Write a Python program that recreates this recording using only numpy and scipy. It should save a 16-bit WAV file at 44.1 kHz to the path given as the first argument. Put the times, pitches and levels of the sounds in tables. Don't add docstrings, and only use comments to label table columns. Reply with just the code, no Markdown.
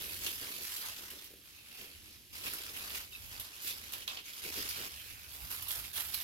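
import sys
import numpy as np
from scipy import signal
from scipy.fft import rfft, irfft
from scipy.io import wavfile
from scipy.ndimage import uniform_filter1d

SR = 44100
rng = np.random.default_rng(int(sys.argv[2]) if len(sys.argv) > 2 else 0)


def digitize_waveform(pressure):
    field = np.atleast_2d(pressure).T
    bounded = np.clip(field, -1, 1)
    quanta = np.round(bounded * 32767).astype(np.int16)
    wavfile.write(sys.argv[1], SR, quanta)


N = 275044
TIME = np.arange(N) / SR

# frequency in Hz, gain in dB.
FOREST_EQ = [(30, -8), (100, 6), (300, 11.5), (800, -24.5), (1600, -4.5), (2600, 2), (4500, 3.5),
             (8000, -1), (12000, -0.5), (16000, -49)]
HANDLING_EQ = [(20, -42), (40, -10), (55, -7), (70, -1), (100, -7), (160, -19), (300, -27), (800, -66)]
LITTER_EQ = [(90, -7.5), (170, -6), (270, -2), (400, 0), (600, -6.5), (900, -22), (2000, -19.5)]
LEAF_EQ = [(300, -10.5), (450, -8.5), (620, -2.8), (1050, 1), (1500, -0.5), (1900, -3.5), (2700, -1),
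           (4700, 0), (7000, -2.5), (9000, -8), (12000, -5.5), (15500, -9.5)]
# start and length in seconds, level
# in dB, pitch in Hz.
CHIRRS_AND_SCRAPE = [(1.52, 0.38, -65.5, 2590), (4.957, 0.042, -56.5, 3160), (5.042, .22, -65, 2450)]
# start and length in seconds, level in dB.
GRIP_SHIFTS = [(-.1, 0.51, -58.5), (.5, 1.1, -70), (1.92, .3, -64), (2.29, 0.21, -59.5), (2.6, .55, -63),
               (3.17, 0.23, -57), (3.6, 0.55, -65.5), (4.42, .4, -58), (4.9, 0.59, -62.5),
               (5.095, 0.032, -55.5), (5.415, 0.028, -49), (5.57, 0.6, -58), (5.78, 0.019, -52)]
# start and length in seconds, level in dB.
FOOTSTEPS = [(-.1, 0.41, -56), (.24, 0.024, -51.5), (.4, 0.23, -56), (.97, 0.054, -57), (1.11, 0.061, -55),
             (1.3, 0.042, -59), (1.78, .075, -55), (2.375, 0.61, -59), (2.45, 0.02, -51.5),
             (3.2, 1.0, -67.5), (4.44, 0.05, -52), (4.553, 0.047, -45), (4.76, .1, -51.5)]
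# start in seconds, pitch in Hz, level in dB, 60 dB decay time in seconds.
STEM_SQUEAKS = [(1.583, 2700, -51.5, .055), (3.114, 2980, -52, 0.058), (3.124, 2690, -51, 0.082),
                (3.130, 3750, -43, 0.051), (3.149, 2620, -39, .043), (3.151, 3880, -46, .045)]
# start in seconds, level in dB, crispness in relative dB,
# ring pitch in Hz, crumble after the crack in relative dB.
TWIG_SNAPS = [(0.264, -33.5, -6, 3240, -4.5), (1.103, -45.5, 2, 2780, -3), (1.2432, -50.5, 10.5, 4100, -14),
              (2.466, -39, -8, 2370, 1), (2.535, -36.5, 4, 1470, -7), (2.766, -43, 0.5, 2700, -1.5),
              (2.947, -37.5, -5, 2400, -9), (3.398, -42.5, 9, 3200, -8), (3.922, -48, 12, 3160, -10),
              (3.9357, -32.5, 0.5, 2960, -18), (3.982, -56, 16, 2800, -15), (4.021, -43, -8, 3200, -8),
              (4.0775, -30, -11, 3680, -7.5), (4.097, -41, -27, 2680, -3), (4.172, -38.5, -25, 3030, -4),
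              (4.189, -39, -17, 2560, -17), (4.448, -41, -7, 2260, 1), (4.689, -39, 1, 4780, -1.5),
              (5.339, -53, 13, 5260, -11), (5.451, -45, 2, 5200, -12), (5.572, -47, 7, 3200, -12),
              (5.624, -48, 15, 3200, -10), (5.684, -44.5, 8, 3130, -1), (5.707, -34, -4.5, 3200, -23),
              (5.7163, -50, 24.5, 3700, -27), (6.006, -39.5, 13, 3700, -22), (6.139, -39.5, 7, 4200, -11),
              (6.1435, -33.5, 6.5, 4370, -17), (6.202, -36.5, -6, 3500, -15)]
# start and length in seconds, leaf level in dB,
# then crisp top and stalks, both in dB relative to that level.
LEAF_PUSHES = [(-.1, 0.99, -49, 0, -12), (0.204, 0.06, -44, -1, -13), (.415, .02, -52, -6, -5),
               (0.603, .22, -67, 16, -25), (0.812, 0.043, -51, -15, -3), (0.89, 0.18, -52, -2.5, -11),
               (1.09, 0.17, -55.5, -3.5, -15), (1.438, 0.72, -61.5, -5, -13), (1.66, 0.18, -60, -3, -10),
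               (1.74, 0.11, -58, -1.5, -8.5), (2.321, 0.39, -49.5, -2.5, -11),
               (2.43, 0.045, -47.5, -1.5, -8.5), (2.73, 0.28, -49, -1.5, -8), (2.927, 0.03, -46.5, 0, -11),
               (3.1, 0.37, -57.5, 1, -8.5), (3.299, 0.19, -53, -10, -8), (3.513, 0.5, -54, -3.5, -10),
               (3.61, 0.062, -50.5, 4.5, -25), (3.662, 0.023, -41.5, -2.5, -28),
               (3.916, 0.016, -52, -6, -3), (4.068, 0.089, -50.5, -8.5, -6), (4.237, 0.3, -51, -3, -11.5),
               (4.416, 0.067, -50.5, -0.5, -9.5), (4.512, 0.2, -44, -4, -11.5), (4.55, 0.034, -56, -10, -6),
               (4.74, 0.12, -47.5, -2, -7), (4.886, 0.26, -55.5, 0, -8), (5.15, .34, -59.5, -1, -6.5),
               (5.285, 0.24, -57, 3.5, -5.5), (5.494, .035, -48.5, 6, -4.5), (5.571, 0.3, -51, -1, -11),
               (5.687, 0.095, -51.5, 6, -4.5), (5.928, 0.072, -47.5, 5, -11.5), (5.957, .035, -47, 4, -4),
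               (6.037, 0.18, -49, 1.5, -13.5)]
# time in seconds, left minus right in dB.
LEAF_PAN = [(0, .3), (2.8, 0.6), (4.2, -0.2), (4.6, 0), (5.7, -1.5), (6.24, -2)]
# time in seconds, delay at the left microphone port in ms.
LEAF_BEARING = [(0, 0.25), (.6, 0.24), (.8, -0.3), (1.1, -0.31), (1.5, 0.14), (4.2, 0.27), (4.8, 0.29),
                (5.15, 0.42), (5.5, 0.2), (6.2, 0.029)]
# frequency in Hz, gain in dB.
RIGHT_PORT_EQ = [(100, 0), (500, -3.5), (1200, -2.5), (2700, 5.5), (4000, 3), (5500, 0.5), (6900, -12),
                 (7900, -13.5), (9500, 3), (12000, 8.5), (13800, 8), (15500, 2)]


def undb(db):
    return 10 ** (np.asarray(db) / 20)


def curve(table):
    return np.interp(TIME, *np.transpose(table))


def unit(x):
    return x / np.sqrt(np.mean(x ** 2) + 1e-20)


def colour(x, points, size=1024):
    hz, db = np.transpose(points)
    bin_hz = np.arange(size // 2 + 1) * SR / size
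    log_gain = np.log(undb(np.interp(np.log(bin_hz + 1), np.log(hz), db)))
    cepstrum = irfft(log_gain)[:size // 2]
    cepstrum[1:] *= 2
    impulse = irfft(np.exp(rfft(cepstrum, size)))
    return signal.fftconvolve(x, impulse[None], axes=1)[:, :x.shape[1]]


def split(x, hz=8000):
    return [signal.sosfilt(signal.butter(4, hz, kind, fs=SR, output="sos"), x)
            for kind in ("low", "high")]


def walk(per_s):
    hold = int(SR / per_s)
    levels = np.repeat(rng.standard_normal(N // hold + 1), hold)
    return unit(uniform_filter1d(levels, hold)[:N])


def noise(correlation):
    mid, side = rng.standard_normal((2, N))
    return unit(np.sqrt(1 + correlation) * mid + np.sqrt(1 - correlation) * np.array([side, -side]))


def swells(events, attack_s, t60):
    power = np.zeros(N)
    for start, length, db in events:
        first = max(int(start * SR), 0)
        age = np.maximum(TIME[first:] - start, 0)
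        rise = 1 - np.exp(-age / (attack_s + .019 * length))
        fall = 1000 ** (-np.maximum(age - length, 0) / t60)
        power[first:] += (undb(db) * rise * fall) ** 2
    return np.sqrt(power)


def smear(x, t60, tail_db):
    t = TIME[:SR // 4]
    tail = rng.standard_normal((2, len(t))) * 1000 ** (-t / t60)
    tail /= np.sqrt(np.sum(tail ** 2, axis=1, keepdims=True))
    return x + undb(tail_db) * signal.fftconvolve(x, tail, axes=1)[:, :N]


def clicks(per_s, spread_db, scatter_ms):
    at = np.flatnonzero(rng.random(N) < per_s / SR)
    strength = undb(spread_db * np.minimum(rng.exponential(size=N), 4.5))
    pulses = (strength * rng.choice([-1, 1], N))[at]
    lag_ms = (curve(LEAF_BEARING) + scatter_ms * rng.standard_normal(N))[at]
    left_at = np.clip(at + np.round(lag_ms * SR / 1000).astype(int), 0, N - 1)
    return unit(np.array([np.bincount(left_at, pulses, N), np.bincount(at, pulses, N)]))


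def crinkle(per_s, spread_db, t60):
    slips = (rng.random(N) < per_s / SR) * undb(spread_db * np.minimum(rng.exponential(size=N), 3))
    power_decay = 1000 ** (-2 / (t60 * SR))
    return unit(np.sqrt(signal.lfilter([1], [1, -power_decay], slips ** 2)))


def forest(hiss_db=-63.5, chirr_q=6.3):
    sway_db = .8 * walk(per_s=5)
    out = unit(colour(noise(.76), FOREST_EQ)) * undb(hiss_db + sway_db)
    flutter = undb(2 * walk(per_s=25))
    for start, length, db, hz in CHIRRS_AND_SCRAPE:
        band = signal.butter(2, hz * (1 + np.array([-.5, .5]) / chirr_q), "band", fs=SR, output="sos")
        chirr = unit(signal.sosfilt(band, noise(.23))) * flutter
        out += chirr * swells([(start, length, db)], attack_s=.015, t60=.25)
    return out


def handling(still_hand_db=-71.5):
    grip = np.hypot(swells(GRIP_SHIFTS, attack_s=.0058, t60=.33), undb(still_hand_db))
    return unit(colour(noise(.62), HANDLING_EQ, size=8192)) * grip


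def litter(blade_gain, drag_db=-18, settle_db=-71.5):
    grit = noise(.86) * (undb(3) + crinkle(per_s=140, spread_db=5, t60=.031))
    steps = swells(FOOTSTEPS, attack_s=.005, t60=.28)
    drag = np.hypot(undb(drag_db) * blade_gain, undb(settle_db))
    return unit(colour(grit, LITTER_EQ)) * np.hypot(steps, drag)


def stem(attack_s=.0012):
    out, t = np.zeros((2, N)), TIME[:SR // 8]
    waver = 1 + .01 * walk(per_s=500)
    for start, hz, db, t60 in STEM_SQUEAKS:
        span = slice(int(start * SR), int(start * SR) + len(t))
        phase = 2 * np.pi * np.cumsum(hz * waver[span]) / SR
        envelope = (1 - np.exp(-t / attack_s)) * 1000 ** (-t / t60)
        out[:, span] += undb(db) * envelope * np.sin([phase, phase + np.pi / 2])
    return out


def twigs(wood_db=-8.5, ring_db=-3, ring_q=6):
    fractures = clicks(per_s=29000, spread_db=0, scatter_ms=.048) + undb(-1) * noise(0)
    body, top = map(unit, split(colour(fractures, LEAF_EQ)))
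    wood_t60, edge_t60, crumble_t60 = .022, .009, .11
    out = np.zeros((2, N))
    for start, db, crisp_db, hz, crumble_db in TWIG_SNAPS:
        span = slice(int(start * SR), min(int(start * SR) + SR // 4, N))
        t = TIME[:span.stop - span.start]
        crumble = undb(crumble_db) * 1000 ** (-t / crumble_t60)
        wood = body[:, span] * np.hypot(1000 ** (-t / wood_t60), crumble)
        edge = top[:, span] * np.hypot(.78 * 1000 ** (-t / edge_t60), crumble)
        ring = signal.lfilter(*signal.iirpeak(hz, ring_q, fs=SR), wood) * np.sqrt(ring_q)
        out[:, span] += undb(db) * (undb(wood_db) * wood + undb(crisp_db) * edge + undb(ring_db) * ring)
    return out


def pushing():
    start, length, db, crisp_db, stalk_db = np.transpose(LEAF_PUSHES)
    return [swells(zip(start, length, part_db), attack_s=.0089, t60=.36)
            for part_db in (db + stalk_db, db, db + crisp_db)]


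def ticks(edge_gain, relative_db=-14):
    lone = colour(clicks(per_s=28, spread_db=-4.5, scatter_ms=.077), LEAF_EQ)
    bright = signal.sosfilt(signal.butter(1, 5000, "high", fs=SR, output="sos"), lone)
    return unit(smear(bright, t60=.008, tail_db=4)) * undb(relative_db) * edge_gain


def flicks(per_s, spread_db, ring_cycles):
    when, pitch, size, side = rng.random((int(per_s * N / SR), 4)).T[:, :, None]
    hz = 1800 + 13500 * pitch ** 1.4
    age = np.arange(192)
    cycles = hz * age / SR
    rings = np.sin(2 * np.pi * cycles) * 1000 ** (-cycles / ring_cycles)
    rings *= undb(spread_db * np.minimum(-np.log(size + 1e-9), 3)) * np.sqrt(hz)
    at = (when * N).astype(int)
    lag_ms = curve(LEAF_BEARING)[at] + .3 * (side - .5)
    left_at = at + (lag_ms * SR / 1000).astype(int)
    sides = [np.bincount(abs(onset + age).ravel(), rings.ravel(), N)[:N] for onset in (left_at, at)]
    return unit(np.array(sides))


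def blade_shading(x, depth_db, width_hz, hold_s):
    size = 1024
    spectra = signal.stft(x, nperseg=size)[2]
    shared = rng.standard_normal(spectra.shape[1:])
    ripple = shared + rng.standard_normal(spectra.shape)
    bins, frames = round(width_hz * size / SR), round(hold_s * SR / (size / 2))
    for axis, span in [(1, bins), (2, frames)] * 2:
        ripple = uniform_filter1d(ripple, span, axis=axis)
    return signal.istft(spectra * undb(depth_db * unit(ripple)), nperseg=size)[1][:, :N]


def leaves(stalk_gain, blade_gain, edge_gain, stalk_idle_db=-78.5, leaf_idle_db=-66):
    swarm = clicks(per_s=5500, spread_db=3.4, scatter_ms=.045) + undb(-1) * noise(0)
    flicking = flicks(per_s=1100, spread_db=3.2, ring_cycles=16)
    surges = undb(9) + crinkle(per_s=150, spread_db=2.3, t60=.04)
    rustle = (unit(swarm) + undb(-8) * flicking) * surges
    body, edges = split(colour(rustle, LEAF_EQ))
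    stalks, blades = split(body, hz=1720)
    return (unit(stalks) * np.hypot(stalk_gain, undb(stalk_idle_db))
            + unit(blades) * np.hypot(blade_gain, undb(leaf_idle_db))
            + unit(edges) * np.hypot(edge_gain, undb(leaf_idle_db)))


def scene():
    stalk_gain, blade_gain, edge_gain = pushing()
    rustle = leaves(stalk_gain, blade_gain, edge_gain)
    near = blade_shading(rustle, depth_db=1.8, width_hz=300, hold_s=.05) + ticks(edge_gain)
    near += smear(twigs() + stem(), t60=.23, tail_db=-4.5)
    pan_db = curve(LEAF_PAN)
    return near * undb(np.array([pan_db, -pan_db]) / 2) + litter(blade_gain) + handling() + forest()


def record(dry, cutoff_hz=15850):
    ports = np.vstack([dry[:1], colour(dry[1:], RIGHT_PORT_EQ)])
    return signal.sosfilt(signal.ellip(12, .2, 80, cutoff_hz, fs=SR, output="sos"), ports)


dry = scene()
out = record(dry)
digitize_waveform(out)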